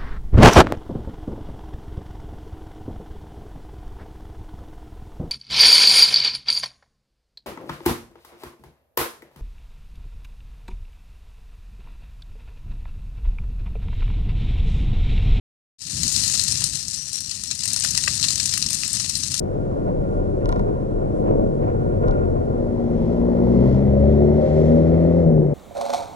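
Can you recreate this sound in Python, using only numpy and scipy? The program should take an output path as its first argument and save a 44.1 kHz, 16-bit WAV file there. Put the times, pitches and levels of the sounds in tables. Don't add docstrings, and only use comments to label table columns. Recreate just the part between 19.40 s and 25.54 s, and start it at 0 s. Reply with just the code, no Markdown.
import sys
import numpy as np
from scipy import signal
from scipy.fft import rfft, irfft, next_fast_len
from scipy.io import wavfile
from scipy.ndimage import uniform_filter1d, minimum_filter1d

SR = 44100
rng = np.random.default_rng(int(sys.argv[2]) if len(sys.argv) > 2 else 0)


def unload_audio(sound):
    columns = np.transpose(np.atleast_2d(sound))
    steps = np.round(np.clip(columns, -1, 1) * 32767)
    wavfile.write(sys.argv[1], SR, steps.astype(np.int16))


N = 270774
TIME = np.arange(N) / SR
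FFT_SIZE = next_fast_len(N + 4096)
FREQS = np.maximum(np.arange(FFT_SIZE // 2 + 1) * SR / FFT_SIZE, 1)
NOISE_TOP_HZ = 10900


# t/s, level/dB
SHAKING = [(0, -4.5), (.95, -2), (1.25, -1.5), (1.48, -4.5), (1.72, -2), (2.3, -1.5), (3.0, -0.5),
           (3.35, -7.5), (4.2, -6.5), (5.0, -20), (6.14, -28)]
# f/Hz, level/dB
THRUM_COLOUR = [(35, -22), (55, -8.5), (76, 2), (100, 3), (130, 0.5), (165, -4), (220, -11.5), (330, -24),
                (700, -65.5)]
FRAME_COLOUR = [(90, -24.5), (180, -3), (260, -3.5), (340, 1.5), (420, 3), (490, 1.5), (570, -3),
                (660, -9.5), (900, -37.5), (1500, -72)]
HOUSING_COLOUR = [(450, -24.5), (620, -9.5), (715, 5), (860, -11), (1020, -8), (1220, -20), (1310, -21),
                  (1390, -14.5), (1480, -27.5), (1650, -31), (2200, -33), (3000, -44), (6000, -60.5),
                  (11000, -65.5)]
# t/s, half length/s, frame level/dB, housing level/dB
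STONY_PATCHES = [(0.485, 0.034, -23.5, -30.5), (1.145, 0.061, -25.5, -27.5), (1.29, 0.032, -23, -32),
                 (1.622, 0.044, -27, -46), (1.89, 0.037, -20.5, -28), (1.977, 0.15, -19.5, -36),
                 (2.282, 0.052, -24.5, -32), (2.651, 0.052, -20.5, -28.5), (2.774, 0.15, -26, -34.5)]

def bicycle():
    shaking_db = in_time(SHAKING)
    sway = camera_sway(shaking_db)
    thrum = from_db(-24.5 + 1.13 * shaking_db) * steadied(noise(THRUM_COLOUR, FRAME_PATH), seconds=.14)
    stony_frame = swells((s, half_s, db) for s, half_s, db, _ in STONY_PATCHES)
    frame_gain = np.hypot(from_db(-23 + shaking_db), stony_frame)
    rumble = frame_gain * steadied(noise(FRAME_COLOUR, FRAME_PATH), seconds=1)
    stony_housing = swells((s, half_s, db) for s, half_s, _, db in STONY_PATCHES)
    housing_gain = np.hypot(from_db(-34.5 + shaking_db), stony_housing)
    buzz = housing_gain * steadied(noise(HOUSING_COLOUR, FRAME_PATH), seconds=.23)
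    singing = from_db(-51.5 + shaking_db) * rms_one(shaken_part(hz=1395, width_hz=55))
    flicker = from_db(1.9 * drift(21))
    return sway + thrum + rumble + singing + buzz * flicker


# t/s, level/dB
LURCHES = [(.6, -25.5), (.79, -22.5), (1.09, -20), (1.21, -22.5), (1.58, -22.5), (1.99, -28), (2.519, -30),
           (2.7, -19), (2.96, -30), (3.26, -31), (3.6, -28.5), (3.82, -29.5), (4.3, -35.5), (4.7, -33),
           (5.15, -40)]

def camera_sway(shaking_db):
    lurches = together(from_db(db) * swell(s, half_s=.047) for s, db in LURCHES)
    gain = np.hypot(from_db(-29 + .87 * shaking_db), lurches)
    return gain * steadied(shaken_part(hz=35.7, width_hz=6.6), seconds=.087)


# t/s, level/dB, extra low clack/dB, extra bright edge/dB
MOUNT_CLICKS = [(1.0572, -28, -4, -10), (1.0592, -38, 1, 1), (1.0905, -32, -4, 7), (1.0920, -29, 3, -6),
                (1.1195, -39, 0, 5), (1.1255, -27.5, 2, -8), (1.1281, -41, 6, -3), (1.1610, -37.5, 7, -5),
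                (1.1700, -48, 0, 0), (1.1795, -47, -1, -1), (1.1943, -38, 10, 2), (1.1998, -46, 0, 3),
                (2.6270, -53, 12, 5), (2.6768, -41, -3, -3), (2.6836, -32.5, -2, -5),
                (2.7108, -33.5, -4, -9)]
# f/Hz, level/dB, time to fade by 60 dB/s
MOUNT_NOTES = [(910, 4, .05), (1010, 5, .07), (1400, -1, .08), (1850, -6, .025), (2200, -7, .02),
               (2900, -8, .014), (3600, -1.5, .006), (4300, 0, .0045), (5100, -1.5, .004), (5950, -2, .004),
               (7600, -6, .0035), (10200, -5.5, .003), (12200, -15, .003), (14600, -18, .002)]
# f/Hz, level/dB
MOUNT_BUZZ_COLOUR = [(700, -6), (1000, 6), (1600, -1), (2200, 1), (3000, -3), (4200, -3), (6000, -9),
                     (10000, -17)]

def mount_rattle():
    times, click_db, clack_db, edge_db = np.transpose(MOUNT_CLICKS)
    ringing = np.zeros((2, N))
    for k, (hz, db, ring_s) in enumerate(MOUNT_NOTES):
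        blow_db = click_db + db + clack_db * (hz < 2600) + edge_db * (hz > 6800)
        ringing += (-1) ** k * np.array([strike(times, blow_db, hz, ring_s) for _ in range(2)])
    buzz_s = .2
    dying = together((TIME > s) * from_db(db - 60 * np.abs(TIME - s) / buzz_s)
                     for s, db in zip(times, click_db + clack_db))
    buzz = from_db(-29) * dying * noise(MOUNT_BUZZ_COLOUR, FRAME_PATH)
    return buzz + from_db(-3.5) * stereo(ringing, FRAME_PATH)


# t/s, level/dB
STONE_KNOCKS = [(1.171, -16), (1.278, -17), (1.643, -17), (1.871, -14), (1.881, -15), (1.9103, -7),
                (1.917, -13), (1.9378, -7.5), (1.970, -16), (1.9955, -8), (2.045, -16), (2.224, -16),
                (2.625, -14), (2.651, -16), (2.731, -16), (2.783, -14)]
# f/Hz, level/dB, time to fade by 60 dB/s
FRAME_NOTES = [(130, -11, .018), (270, -7, .011), (410, -5, .011), (520, -6, .024), (650, -7, .012),
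               (820, -14, .01)]

def stone_thuds():
    times, knock_db = np.transpose(STONE_KNOCKS)
    ringing = sum(strike(times, knock_db + db, hz, ring_s) for hz, db, ring_s in FRAME_NOTES)
    muffled = signal.sosfilt(signal.butter(3, 850, fs=SR, output="sos"), ringing)
    return from_db(-1.5) * stereo(muffled, FRAME_PATH)


# t/s, speed/turns per s
TRUCK_SPEED = [(2.1, 24.3), (2.45, 24.9), (2.8, 23.8), (3.1, 24.2), (3.5, 26.7), (4.0, 30.7), (4.5, 34.3),
               (5.0, 37.6), (5.4, 40.2), (5.7, 42.2), (5.8, 42.6), (5.9, 40.3), (6.0, 38.3), (6.14, 36.3)]

def truck():
    speed = in_time(TRUCK_SPEED)
    crank = turning(speed, jitter=.0019)
    lifted = fade(5.83, 5.92)
    exhaust = exhaust_boom(crank, speed, lifted) + exhaust_growl(crank, speed, lifted)
    rush = engine_noise(crank, lifted) + truck_tyres()
    return stereo(exhaust, AIR_PATH) + fade(2.65, 3.2) * rush


# t/s, level/dB
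BOOM_LEVEL = [(1.7, -41.5), (2.35, -32), (2.6, -33), (3.2, -42), (3.6, -30.5), (4.3, -21.5), (4.9, -20.5),
              (5.8, -21), (6.14, -29.5)]
# multiple of engine speed, change coming/dB, change going/dB, change off the throttle/dB
BOOM_TONES = [(2, -3, -3.5, -13), (4, -1, 3, 7), (6, 1, -5, -0.5)]
# f/Hz, half width/Hz, change/dB
RESONANCES = [(46.4, 3.4, -9), (70.7, 2.7, 5.5), (105.7, 8, 7), (118, 18, -2), (131.1, 3.5, 5.5),
              (188, 21, -0.5), (238.7, 2.9, 11)]

def exhaust_boom(crank, speed, lifted):
    tailpipe_s, half_s = 5.06, .059
    past = fade(tailpipe_s - half_s, tailpipe_s + half_s)
    dip_db = -7 * swell(tailpipe_s, half_s)
    boom = 0
    for multiple, coming_db, going_db, lifted_db in BOOM_TONES:
        pitch = round(multiple) * speed
        facing_db = coming_db * (1 - past) + going_db * past
        resonance_db = sum(db * np.exp(-((pitch - hz) / width) ** 2) for hz, width, db in RESONANCES)
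        level_db = in_time(BOOM_LEVEL) + facing_db + dip_db + resonance_db + lifted_db * lifted
        boom += tone(round(multiple) * crank, level_db, rough_db=1 + 2 * lifted)
    return boom


# multiple of engine speed, level/dB
GROWL_TONES = [(3, -13.5), (4, -19.5), (5, -11.5), (7, -11.5), (8, 3.5), (9, -1), (10, 1), (11, -0.5),
               (12, 2.5), (13, -2.5), (14, -5), (15, -9.5), (16, -7.5), (17, -12.5), (18, -8), (20, -6.5),
               (22, -8.5), (24, -8)]
# f/Hz, change/dB
PIPE_COLOUR = [(70, -7.5), (250, 1.5), (310, -7.5), (390, 2), (450, -10), (550, 1), (605, -0.5), (680, -8),
               (900, -23.5)]
# multiple of engine speed, t/s, half length/s, level/dB
GROWL_SWELLS = [(4, 3.55, .1, -30), (3, 4.85, .16, -32), (5, 4.95, .2, -31.5), (5, 6.0, .08, -32),
                (6, 6.07, .09, -27), (8, 3.66, .16, -27), (8, 4.18, .13, -26.5), (11, 4.76, .17, -23),
                (10, 4.87, .15, -19), (10, 5.2, .08, -23), (16, 4.66, .12, -24), (16, 5.05, .2, -25),
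                (14, 5.05, .1, -22.5), (14, 5.34, .13, -22), (12, 5.35, .1, -26.5), (8, 5.48, .13, -25.5),
                (12, 5.74, .13, -25), (14, 5.92, .08, -26), (10, 5.98, .09, -22.5), (18, 4.88, .08, -32),
                (20, 5.1, .2, -42), (24, 5.0, .18, -48)]

def exhaust_growl(crank, speed, lifted):
    ragged = .26 + .7 * lifted
    nearness = passing_gain("roar") * fade(2.5, 6.52)
    growl = 0
    for multiple, db in GROWL_TONES:
        steady = nearness * from_db(db - 4.5 + at_hz(PIPE_COLOUR, multiple * speed) + .5 * lifted)
        peaks = swells(row[1:] for row in GROWL_SWELLS if round(row[0]) == round(multiple))
        angle = round(multiple) * crank + ragged * multiple / 10 * drift(25)
        growl += np.hypot(steady, peaks) * tone(angle, 0, rough_db=1.4)
    return growl


# t/s, half length/s, roar level/dB, clatter level/dB, hiss level/dB
PASSES = [(3.633, 0.14, -45, -62.5, -60.5), (4.27, 0.19, -29, -52, -60.5), (4.72, 0.18, -25.5, -57, -60),
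          (5.198, 0.22, -26.5, -49.5, -54), (5.657, 0.16, -25, -51.5, -60)]

def passing_gain(part):
    column, stretch = {"roar": (0, 3.38), "clatter": (1, 1.2), "hiss": (2, .81)}[part]
    return together(from_db(db[column]) * going_by(s, half_s * stretch) for s, half_s, *db in PASSES)


# f/Hz, level/dB
ROAR_COLOUR = [(25, -23), (60, 2.5), (120, -6.5), (230, 2), (310, -3), (400, 0), (560, 1.5), (680, -6.5),
               (850, -18), (1100, -26.5), (1500, -39), (2500, -75.5)]
CLATTER_COLOUR = [(800, -13.5), (1100, -3), (1380, 7), (1600, -3.5), (1850, 5), (2100, 6), (2400, -10),
                  (3000, -16), (5000, -36)]
HISS_COLOUR = [(1500, -1), (2450, 5.5), (2810, 0), (3300, 4.5), (3650, 0.5), (4050, 2.5), (4680, -2),
               (5400, -3), (5900, -2), (6780, -8), (7400, -14), (8320, -12.5), (9200, -21), (11000, -27)]

def engine_noise(crank, lifted):
    firing = np.cos(2 * crank)
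    roar = passing_gain("roar") * steadied(noise(ROAR_COLOUR, AIR_PATH), seconds=.15)
    clatter = passing_gain("clatter") * noise(CLATTER_COLOUR, AIR_PATH)
    hiss_gain = passing_gain("hiss") * from_db(drift(60) - 6 * lifted)
    hiss = hiss_gain * patchy(noise(HISS_COLOUR, AIR_PATH))
    pulsing = roar * (1 + .35 * firing) + clatter * (1 + .14 * firing) + hiss * (1 + .13 * firing)
    return from_db(-2 * lifted) * pulsing


# f/Hz, level/dB
TRUCK_TYRE_COLOUR = [(1800, -11), (3000, -1), (4000, 2.5), (4700, 1), (5600, -2.5), (6600, -2.5),
                     (7600, -6.5), (8400, -4.5), (9300, -13.5), (11000, -22)]

def truck_tyres(grains_per_s=90):
    hiss = from_db(-60.5) * going_by(5.23, half_s=.12) * patchy(noise(TRUCK_TYRE_COLOUR, AIR_PATH))
    sizes_db = 3 * np.minimum(rng.exponential(1, N), 3)
    grains = from_db(sizes_db) * rng.choice([-1, 1], N)
    struck = rng.random(N) < grains_per_s / SR
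    return hiss + from_db(-9) * passing_gain("hiss") * rms_one(gritty(grains * struck))


# t/s, level/dB
GRIT_SNAPS = [(4.783, -49), (4.81, -43.5), (5.063, -44), (5.116, -51), (5.315, -44), (5.336, -47),
              (5.3845, -37.5), (5.435, -46), (5.9302, -46)]

def grit_snaps():
    times, db = np.transpose(GRIT_SNAPS)
    clicks = np.zeros(N)
    clicks[(times * SR).astype(int)] = from_db(db)
    return gritty(clicks)


# t/s, rate/firings per s
MOTORBIKE_SPEED = [(0, 47.1), (.9, 48.3), (1.3, 50.2), (1.7, 50), (2.05, 55.3), (2.4, 58.9), (3.6, 59.3),
                   (4.2, 58.9), (4.6, 56), (5.2, 54.5)]
# t/s, level/dB
MOTORBIKE_LEVEL = [(0, -40.5), (2.4, -37.5), (3.08, -38.5), (3.22, -31.5), (3.7, -29.5), (4.0, -25),
                   (4.22, -24), (4.38, -34.5), (4.7, -57)]
# multiple of the firing rate, level/dB
MOTORBIKE_TONES = [(2, -11), (3, -14), (4, 3.5), (5, -14), (6, -2.5), (7, -7), (8, -6), (9, -7), (10, -12),
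                   (11, -24), (12, -24)]
# f/Hz, level/dB
WHIRR_COLOUR = [(200, -6), (320, -1), (600, -6), (800, -7.5), (1000, -9), (1250, -26), (1700, -34.5),
                (2500, -57)]
MOTORBIKE_TYRE_COLOUR = [(1500, -13.5), (2500, -1), (2760, -1.5), (3200, 4), (3720, -3), (4110, 2),
                         (4650, 2), (6500, -6.5), (8000, -14.5), (11000, -28)]

def motorbike():
    gain = from_db(in_time(MOTORBIKE_LEVEL))
    cycle = turning(in_time(MOTORBIKE_SPEED), jitter=.0027)
    firing = np.cos(cycle)
    exhaust = gain * sum(tone(round(k) * cycle, db, rough_db=1.1) for k, db in MOTORBIKE_TONES)
    boom = going_by(4.48, half_s=.2) * fade(3.8, 4.2) * tone(2 * cycle, -27, rough_db=1.3)
    whirr = gain * from_db(-9.5) * noise(WHIRR_COLOUR, AIR_PATH) * (1 + .5 * firing)
    tyre_gain = from_db(-57.5) * going_by(4.33, half_s=.14) * fade(2.6, 3) * (1 - fade(4.35, 4.42))
    tyres = tyre_gain * noise(MOTORBIKE_TYRE_COLOUR, AIR_PATH) * (1 + .3 * firing)
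    return stereo(exhaust + boom, AIR_PATH) + whirr + tyres


# t/s, level/dB
BRAKE_JUDDER = [(2.65, -50), (2.8, -26), (3.0, -27), (3.3, -70)]
# t/s, half length/s, level/dB, f/Hz
BRAKE_RINGS = [(2.5, .07, -55, 1400), (2.655, 0.04, -42, 1425), (2.743, 0.028, -43, 1410),
               (2.814, 0.045, -46, 1380)]

def brakes(judder_hz=79):
    judder = tone(turning(judder_hz, jitter=.017), in_time(BRAKE_JUDDER), rough_db=2)
    rings = sum(swell(s, half_s) * tone(turning(hz, jitter=.008), db, rough_db=6)
                for s, half_s, db, hz in BRAKE_RINGS)
    return stereo(judder + rings, FRAME_PATH)


# t/s, half length/s, level/dB
GRIT_PATCHES = [(1.02, .02, -54), (1.882, .02, -49.5), (2.234, .014, -52), (2.29, .05, -55),
                (2.52, .04, -58), (2.638, .012, -49), (2.735, .016, -52), (2.79, .018, -53),
                (2.84, .014, -55)]
# f/Hz, level/dB
CRUNCH_COLOUR = [(700, -16), (1400, 7), (2000, 3.5), (2700, -1), (3500, -22), (6000, -23), (10000, -37)]

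def grit_crunch():
    patches = sum(from_db(db) * swell(s, half_s) for s, half_s, db in GRIT_PATCHES)
    return patches * from_db(2.4 * drift(200)) * noise(CRUNCH_COLOUR, FRAME_PATH)


# t/s, half length/s, level/dB
SWISHES = [(.73, .06, -69), (1.778, .05, -66.5)]
# f/Hz, level/dB
SWISH_COLOUR = [(2500, -13), (5500, -2), (7500, 1), (10500, 0)]

def swishes():
    return swells(SWISHES) * noise(SWISH_COLOUR, FRAME_PATH)


# f/Hz, level/dB
STREET_COLOUR = [(30, -9.5), (120, -3), (500, -3.5), (800, -22.5), (1500, -32), (2800, -45), (5500, -49),
                 (8500, -51), (11000, -55.5)]

def street():
    return from_db(-32) * noise(STREET_COLOUR, AIR_PATH)


# f/Hz, left lead/radians, left minus right/dB, likeness of the two sides/0 to 1
AIR_PATH = [(20, 1.2, 5, 1), (69.5, 0.35, 3.5, 0.96), (193, 0.81, 3.5, 0.75), (555, 1.41, 2, 0.87),
            (940, 1.57, 3.5, 0.69), (1250, 1.8, -1, 0.77), (1660, 1.5, -0.5, 0.28),
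            (2000, 1.88, -0.5, 0.95), (2520, 2.2, 1, 0.2), (4000, 1.77, -3, 0.59), (6140, 1.7, 0, .6),
            (8500, 1.4, -2, 0.18)]
FRAME_PATH = [(30, 0.83, 3, 0.72), (70, 0.61, 3.5, 0.19), (112, 0.98, 2, 0.82), (277, 1.6, 3.5, 1),
              (438, 2.48, 0.7, 0.92), (590, 1.48, 0, 0.92), (730, 3.18, 0.6, 0.89), (885, 2.56, 3, 0.99),
              (1290, 2.74, -3, 0.86), (1700, 2.6, 3.5, 0.59), (2600, 2.46, -3.5, 0.87),
              (6070, 1.4, -2, 0.5), (10000, 2, -0.5, 0.24)]

def microphones(spectrum, path):
    side = np.array([[.5], [-.5]])
    lead, balance_db = at_hz(path, FREQS, column=1), at_hz(path, FREQS, column=2)
    return irfft(spectrum * from_db(side * balance_db) * np.exp(1j * side * lead), FFT_SIZE)[:, :N]


def stereo(x, path):
    return microphones(rfft(x, FFT_SIZE), path)


def noise(colour, path):
    alike = np.clip(at_hz(path, FREQS, column=3), 0, 1)
    pair = np.sqrt(alike) * white() + np.sqrt(1 - alike) * np.array([white(), white()])
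    band = (FREQS < NOISE_TOP_HZ) / (1 + (16 / FREQS) ** 4)
    return rms_one(microphones(pair * from_db(at_hz(colour, FREQS)) * band, path))


def shaken_part(hz, width_hz):
    return microphones(white() / (1 + (2 * (FREQS - hz) / width_hz) ** 2), FRAME_PATH)


def gritty(clicks):
    colour = from_db(at_hz(HISS_COLOUR, FREQS)) * (FREQS < NOISE_TOP_HZ)
    return microphones(rfft(clicks, FFT_SIZE) * colour, AIR_PATH)


def patchy(x, depth_db=1.5):
    centres = np.log(np.geomspace(2000, 10000, 9))
    spectrum = rfft(x, FFT_SIZE)
    bands = [np.interp(np.log(FREQS), centres, row) for row in np.eye(len(centres))]
    return sum(irfft(spectrum * band, FFT_SIZE)[:, :N] * from_db(depth_db * drift(4)) for band in bands)


def strike(times, levels_db, hz, ring_s):
    clicks = np.full(N, 1e-18)
    clicks[(times * SR).astype(int)] = from_db(levels_db + rng.normal(0, .75, len(times)))
    decay, step = from_db(-60 / (ring_s * SR)), 2 * np.pi * hz / SR
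    return signal.lfilter([0, np.sin(step)], [1, -2 * decay * np.cos(step), decay * decay], clicks)


def turning(per_s, jitter):
    return 2 * np.pi * np.cumsum(per_s * (1 + jitter * drift(10.6))) / SR


def tone(angle, level_db, rough_db):
    gain = np.sqrt(2) * from_db(level_db + rough_db * drift(54))
    return gain * np.sin(angle + rng.uniform(0, 2 * np.pi))


def steadied(x, seconds):
    power = np.mean(np.atleast_2d(x) ** 2, axis=0)
    return x / np.sqrt(uniform_filter1d(power, int(seconds * SR)) + 1e-12)


def white():
    return rfft(rng.standard_normal(FFT_SIZE))


def drift(hz):
    return rms_one(irfft(white() / (1 + (FREQS / hz) ** 2), FFT_SIZE)[:N])


def swell(s, half_s):
    return np.exp(-((TIME - s) / half_s) ** 2)


def swells(rows):
    return together(from_db(db) * swell(s, half_s) for s, half_s, db in rows)


def going_by(s, half_s):
    return 1 / np.hypot(1, (TIME - s) / half_s)


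def fade(start, end):
    return np.clip((TIME - start) / (end - start), 0, 1)


def together(gains):
    return np.sqrt(sum(gain ** 2 for gain in gains))


def in_time(rows):
    return np.interp(TIME, *np.transpose(rows))


def at_hz(rows, hz, column=1):
    columns = np.transpose(rows)
    return np.interp(np.log(hz), np.log(columns[0]), columns[column])


def from_db(db):
    return 10 ** (np.asarray(db) / 20)


def rms_one(x):
    return x / np.sqrt(np.mean(x ** 2) + 1e-20)


def scene():
    ride = bicycle() + swishes() + mount_rattle() + stone_thuds() + grit_crunch() + brakes()
    return ride + truck() + grit_snaps() + motorbike() + street()


def record(dry):
    ceiling_db, reaction_s, ease_s, cutoff_hz = -3.2, .004, .005, 16000
    span = int(reaction_s * SR)
    allowed = np.minimum(1, from_db(ceiling_db) / (np.abs(dry).max(axis=0) + 1e-9))
    held = minimum_filter1d(allowed, 2 * span)
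    gain = uniform_filter1d(uniform_filter1d(held, span), span)
    from_end_s = np.minimum(TIME, TIME[-1] - TIME)
    eased = np.sin(np.pi / 2 * np.minimum(from_end_s / ease_s, 1)) ** 2
    return signal.sosfilt(signal.ellip(8, .1, 50, cutoff_hz, fs=SR, output="sos"), dry * gain * eased)


dry = scene()
out = record(dry)
unload_audio(out)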